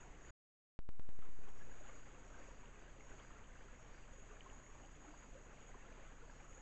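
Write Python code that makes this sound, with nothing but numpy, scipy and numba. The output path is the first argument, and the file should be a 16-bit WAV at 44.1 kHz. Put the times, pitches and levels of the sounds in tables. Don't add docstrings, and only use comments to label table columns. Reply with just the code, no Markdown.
import sys
import numpy as np
from scipy import signal
from scipy.fft import rfft, irfft
from scipy.io import wavfile
from scipy.ndimage import uniform_filter1d
from numba import njit

SR = 44100
rng = np.random.default_rng(int(sys.argv[2]) if len(sys.argv) > 2 else 0)


def voltage_ratio(level):
    return 10 ** (np.asarray(level, float) / 20)


def materialize(psi):
    bounded = np.clip(np.atleast_2d(psi).T, -1, 1)
    quanta = np.round(bounded * 32767).astype(np.int16)
    wavfile.write(sys.argv[1], SR, quanta)


N = 291501

# t/s, level/dB
SURGES = [(0.0, 1.5), (0.259, 2.5), (1.22, 6), (1.439, 5), (1.56, 1.5), (1.84, 3.5), (2.45, 0), (3.08, 1.5),
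          (3.19, 3.5), (4.29, -0.5), (5.05, 2), (5.2, 1), (5.36, 0), (6.29, 0.5), (6.4, 1.5), (6.55, -0.5)]
# f/Hz, level/dB
HOLLOWS = [(450, -6), (1100, -2.5), (1500, -0.5), (2100, -2.5), (2800, -3.5)]
# f/Hz, density/dB per Hz
WASH_SPECTRUM = [(100, -28.5), (170, -2), (399, -12), (469, -1), (759, -2), (1590, -1.5), (2800, -7.5),
                 (3980, -18), (4910, -20.5), (5240, -28), (6780, -16), (7340, -15), (7960, -21.5),
                 (10300, -39), (17500, -120)]
# multiple/1, level/dB rms
HUM_LINES = [(1, -63), (3, -75), (4, -75), (5, -74), (6, -61), (8, -82), (9, -76), (11, -84), (12, -71),
             (15, -79), (16, -84), (21, -86), (24, -74), (27, -82), (30, -78), (33, -86), (36, -86),
             (42, -80), (48, -86), (51, -84), (54, -84), (60, -82), (72, -83)]
# f/Hz, width/Hz, level/dB
CHORUS_MODES = [(6740, 150, -2), (6820, 300, -2)]
# f/Hz, width/Hz, level/dB
DRONE_MODES = [(6456, 1000, -79), (7690, 490, -86)]
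# t/s, length/s, level/dB
SOLOS = [(0.01, 0.042, -81.5), (.22, 0.12, -78.5), (1.862, 0.06, -81), (2.28, 0.055, -88),
         (2.45, 0.057, -83), (3.036, 0.068, -82), (4.13, 0.09, -78), (4.496, 0.21, -86),
         (5.006, 0.038, -88), (5.166, 0.065, -80.5), (5.427, 0.027, -85), (5.6, 0.087, -82),
         (5.773, 0.033, -83), (6.488, .14, -78)]
# t/s, length/s, level/dB
TRILLS = [(0.205, 0.081, -84.5), (1.49, 0.11, -80), (2.245, .09, -83), (2.373, 0.18, -82), (3.03, .08, -81),
          (3.17, .08, -94), (3.754, 0.21, -83.5), (4.64, .08, -83), (5.5, 0.099, -84), (5.67, .06, -90),
          (6.313, 0.085, -80), (6.46, 0.058, -86)]
# t/s, level/dB
BUZZES = [(.22, -85), (1.33, -87), (1.56, -87), (1.94, -84), (2.39, -82.5), (2.82, -88.5), (3.18, -83),
          (3.55, -87.5), (3.93, -84), (4.36, -92), (4.82, -89), (5.13, -87), (5.56, -88), (5.92, -91),
          (6.26, -85)]
# f/Hz, level/dB
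BUZZ_LINES = [(4215, -5), (4385, -6), (4609, 0), (4787, -1), (4815, -1), (4996, -7)]
# f/Hz, width/Hz, level/dB
FAR_MODES = [(4943, 6, -100), (6368, 24, -90), (7694, 45, -93)]
# t/s, peak level/dB, f/Hz
DRIPS = [(0.248, -58, 1800), (1.871, -62, 2721), (2.657, -61, 2870), (2.744, -61, 1060), (2.999, -60, 2700),
         (3.0072, -55, 2153), (3.004, -69, 3120), (3.4419, -62.5, 3060), (3.1848, -59, 2210),
         (3.1985, -59, 3050), (3.198, -59, 1530), (3.493, -63, 1570), (3.554, -57, 1560),
         (4.037, -61, 2710), (4.408, -55, 2390), (4.4072, -50.5, 2970), (4.5, -55, 2800),
         (4.6636, -59, 2080), (4.699, -61, 1090), (4.851, -61.5, 2920), (5.223, -64, 2630),
         (5.6132, -66, 3350), (5.716, -58, 1920), (5.7432, -53.5, 1015), (5.925, -60, 2360),
         (6.297, -62, 950), (6.4023, -57.5, 2340), (6.4062, -59.5, 800), (6.528, -62, 2190)]
# t/s, peak level/dB, f/Hz, length/ms
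PLOPS = [(1.6095, -58.5, 1640, 9.3), (1.7153, -58.5, 1620, 6.5), (1.8085, -58.5, 600, 14.3),
         (1.8511, -60, 810, 9.2), (1.893, -55.5, 1140, 7.2), (2.3428, -56, 1540, 7),
         (2.4847, -54, 546, 5.2), (2.5056, -60.5, 940, 11), (2.8797, -59.5, 1590, 6.4),
         (3.202, -64, 1110, 10.3), (3.354, -62, 1363, 13), (3.8054, -66, 630, 15), (4.1348, -58.5, 532, 12),
         (4.3006, -60, 422, 29), (4.303, -58, 1520, 3.9), (4.312, -60.5, 1157, 12),
         (4.461, -54.5, 1046, 11.6), (5.0736, -56, 296, 39), (5.139, -55, 980, 5),
         (5.3515, -54.5, 520, 13.5), (5.375, -57.5, 570, 11), (5.85, -61, 1350, 11),
         (6.4431, -64, 1190, 6.7), (1.9315, -61, 1290, 5), (5.205, -68, 705, 8.4), (6.2175, -58, 1380, 5.6),
         (6.236, -60, 1010, 6.9), (6.2963, -57.9, 1620, 6.8), (6.5762, -56, 498, 8)]
GAIN_STEPS_S = [
    .7905,
    .8906,
    .9962,
    1.0907,
    1.1906,
    1.2908,
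    1.3905,
    1.4907,
    1.5905,
    1.6905,
]


def level(x, db):
    return x * voltage_ratio(db) / np.sqrt(np.mean(x ** 2))


def walk(rate_hz):
    hold = int(SR / rate_hz)
    steps = np.repeat(rng.standard_normal(N // hold + 1), hold)
    return 1.8 * uniform_filter1d(uniform_filter1d(steps, hold), hold)[:N]


def calls(start_s, hold_s, gain, attack_s, release_s):
    t = np.arange(N) / SR
    total = np.zeros(N)
    for s, hold, g in np.broadcast(start_s, hold_s, gain):
        rise = np.clip((t - s) / attack_s + 1, 0, 1)
        total += g * rise * np.exp(-np.clip(t - s - hold, 0, None) / release_s)
    return total


@njit
def bubbles(start, hz, cycles, size, glide):
    out = np.zeros(N)
    for k in range(len(start)):
        span = cycles[k] * SR / hz[k]
        phase = 0.
        for i in range(min(int(4 * span), N - start[k])):
            u = i / span
            phase += 2 * np.pi * hz[k] * (1 + glide[k] * (u - .5)) / SR
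            swell = 2 * np.e * u * np.exp(-2 * u)
            out[start[k] + i] += size[k] * np.sin(phase) * swell
    return out


def trickle(count=6000, spill_count=260):
    place, pitch, loudness, ring, rise, group = rng.random((count, 6)).T
    group = group * spill_count
    spill_start = rng.random(spill_count)[group.astype(int)]
    in_spill = spill_start + place * .012 * SR / N
    when = np.where(group % 1 < .35, in_spill, place) % 1
    octaves = 4.4 * pitch
    faint_db = 9 * np.clip(octaves - 2.9, 0, None) ** 1.5 + 9 * np.clip(1 - octaves, 0, None)
    size = voltage_ratio(np.minimum(-3.6 * np.log(loudness), 13) - faint_db)
    return bubbles((when * N).astype(np.int64), 212 * 2 ** octaves, 3 + 7 * ring, size, .1 * rise)


def gurgle(count=700):
    when, hollow, loudness, detune, ring = rng.random((count, 5)).T
    hz, db = np.array(HOLLOWS)[(hollow * len(HOLLOWS)).astype(int)].T
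    size = voltage_ratio(db + np.minimum(-3 * np.log(loudness), 7))
    hz = hz * 2 ** (.5 * detune - .25)
    return bubbles((when * N).astype(np.int64), hz, 2.5 + 6 * ring, size, .06 * ring)


def wash(flicker_db=0.5):
    hz = np.fft.rfftfreq(N, 1 / SR) + 1
    spectrum_hz, spectrum_db = np.transpose(WASH_SPECTRUM)
    colour = voltage_ratio(np.interp(np.log(hz), np.log(spectrum_hz), spectrum_db))
    noise = rfft(rng.standard_normal(N)) * colour
    out = np.zeros(N)
    for centre in range(44):
        share = np.clip(1 - abs(3 * np.log2(hz) - centre), 0, 1)
        out += irfft(noise * share, N) * voltage_ratio(flicker_db * walk(16))
    return out


def hum(clock_hz=4.988, peak_s=3.315):
    phase = 2 * np.pi * clock_hz * (np.arange(N) / SR - peak_s)
    scatter = np.minimum(np.array(HUM_LINES)[:, 0] / 25, 1)
    lag = rng.uniform(-np.pi, np.pi, len(HUM_LINES)) * scatter
    lines = np.zeros(N)
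    for (multiple, db), a in zip(HUM_LINES, lag):
        lines += voltage_ratio(db + .7 * walk(4)) * np.cos(multiple * phase + a)
    hz = np.fft.rfftfreq(N, 1 / SR)
    slope = (hz + 4) ** -.75 / (1 + (hz / 1500) ** 2)
    flicker = level(irfft(rfft(rng.standard_normal(N)) * slope, N), -62.5)
    return np.sqrt(2) * lines + flicker


def resonance(x, hz, width_hz):
    edges_hz = [hz - width_hz / 2, min(hz + width_hz / 2, .45 * SR)]
    sos = signal.butter(1, edges_hz, "band", fs=SR, output="sos")
    return signal.sosfilt(np.vstack([sos, sos]), x)


def rasp(modes, rough_db):
    ticks = rng.standard_normal(N) * voltage_ratio(rough_db * walk(70))
    return sum(level(resonance(ticks, hz, width_hz), db) for hz, width_hz, db in modes)


def katydids():
    start_s, hold_s, db = np.transpose(SOLOS)
    solos = calls(start_s, hold_s, voltage_ratio(db), attack_s=0.01, release_s=0.025)
    chorus = voltage_ratio(-79 - 1.6 * walk(6)) + solos
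    return chorus * rasp(CHORUS_MODES, rough_db=-0.5) + rasp(DRONE_MODES, rough_db=1.0)


def trilling_cricket():
    start_s, hold_s, db = np.transpose(TRILLS)
    trill = voltage_ratio(-103) + calls(start_s, hold_s, voltage_ratio(db), attack_s=0.01, release_s=0.047)
    stroke_hz = 40 * (1 + .12 * walk(12))
    strokes = 1 + .55 * np.cos(2 * np.pi * np.cumsum(stroke_hz) / SR)
    unevenness = voltage_ratio(1.5 * walk(40))
    tone = np.sin(2 * np.pi * np.cumsum(5604 + 14 * walk(45)) / SR)
    return voltage_ratio(-3.5) * trill * strokes * unevenness * tone


def buzzing_cricket():
    start_s, db = np.transpose(BUZZES)
    call = voltage_ratio(-97) + calls(start_s, 0.1, voltage_ratio(db), attack_s=0.044, release_s=.08)
    buzz = sum(level(resonance(rng.standard_normal(N), hz, 15), db) for hz, db in BUZZ_LINES)
    return voltage_ratio(-9.0) * call * buzz


def plops(drip_cycles=6.1):
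    drips = [(s, db, hz, 1000 * drip_cycles / hz) for s, db, hz in DRIPS]
    peak_s, db, hz, length_ms = np.transpose(PLOPS + drips).astype(float)
    span_s = length_ms / 1220
    start = ((peak_s - .116 * span_s) * SR).astype(np.int64)
    return bubbles(start, hz, span_s * hz, voltage_ratio(db), np.full(len(hz), .03))


def scene():
    start_s, db = np.transpose(SURGES)
    surge_db = calls(start_s, 0.053, db, attack_s=0.01, release_s=0.013)
    swell = voltage_ratio(surge_db + 0.82 * walk(20))
    near_water = swell * (level(trickle(), -68.5) + level(gurgle(), -74.5))
    far_water = level(wash(), -67.5) * swell ** 0.68
    brook = near_water + far_water + plops()
    crickets = trilling_cricket() + buzzing_cricket() + rasp(FAR_MODES, rough_db=-1.0)
    return (brook + katydids() + crickets)[None]


def band_limit(x):
    return signal.sosfilt(signal.butter(12, 8110, fs=SR, output="sos"), x)


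def record(dry):
    mute_s, fade_s, slew_samples = .3072, .003, 10
    offset_fs, drain_s, drain_late_s = -.141, .55, .9
    t = np.arange(N) / SR
    gain = np.clip((mute_s - t) / fade_s, 0, 1) + np.searchsorted(GAIN_STEPS_S, t) / len(GAIN_STEPS_S)
    gain = .42 * gain + .58 * uniform_filter1d(gain, slew_samples)
    since_s = np.clip(t - GAIN_STEPS_S[0], 0, None)
    drain = np.exp(-since_s / drain_s - (since_s / drain_late_s) ** 2)
    offset = (t > 2 * mute_s) * offset_fs * drain
    heard = gain * (dry + hum() + offset)
    lowpass = signal.ellip(6, .1, 40, 7860, fs=SR, output="sos")
    mix = signal.sosfiltfilt(lowpass, heard)
    return band_limit(mix)


dry = scene()
out = record(dry)
materialize(out)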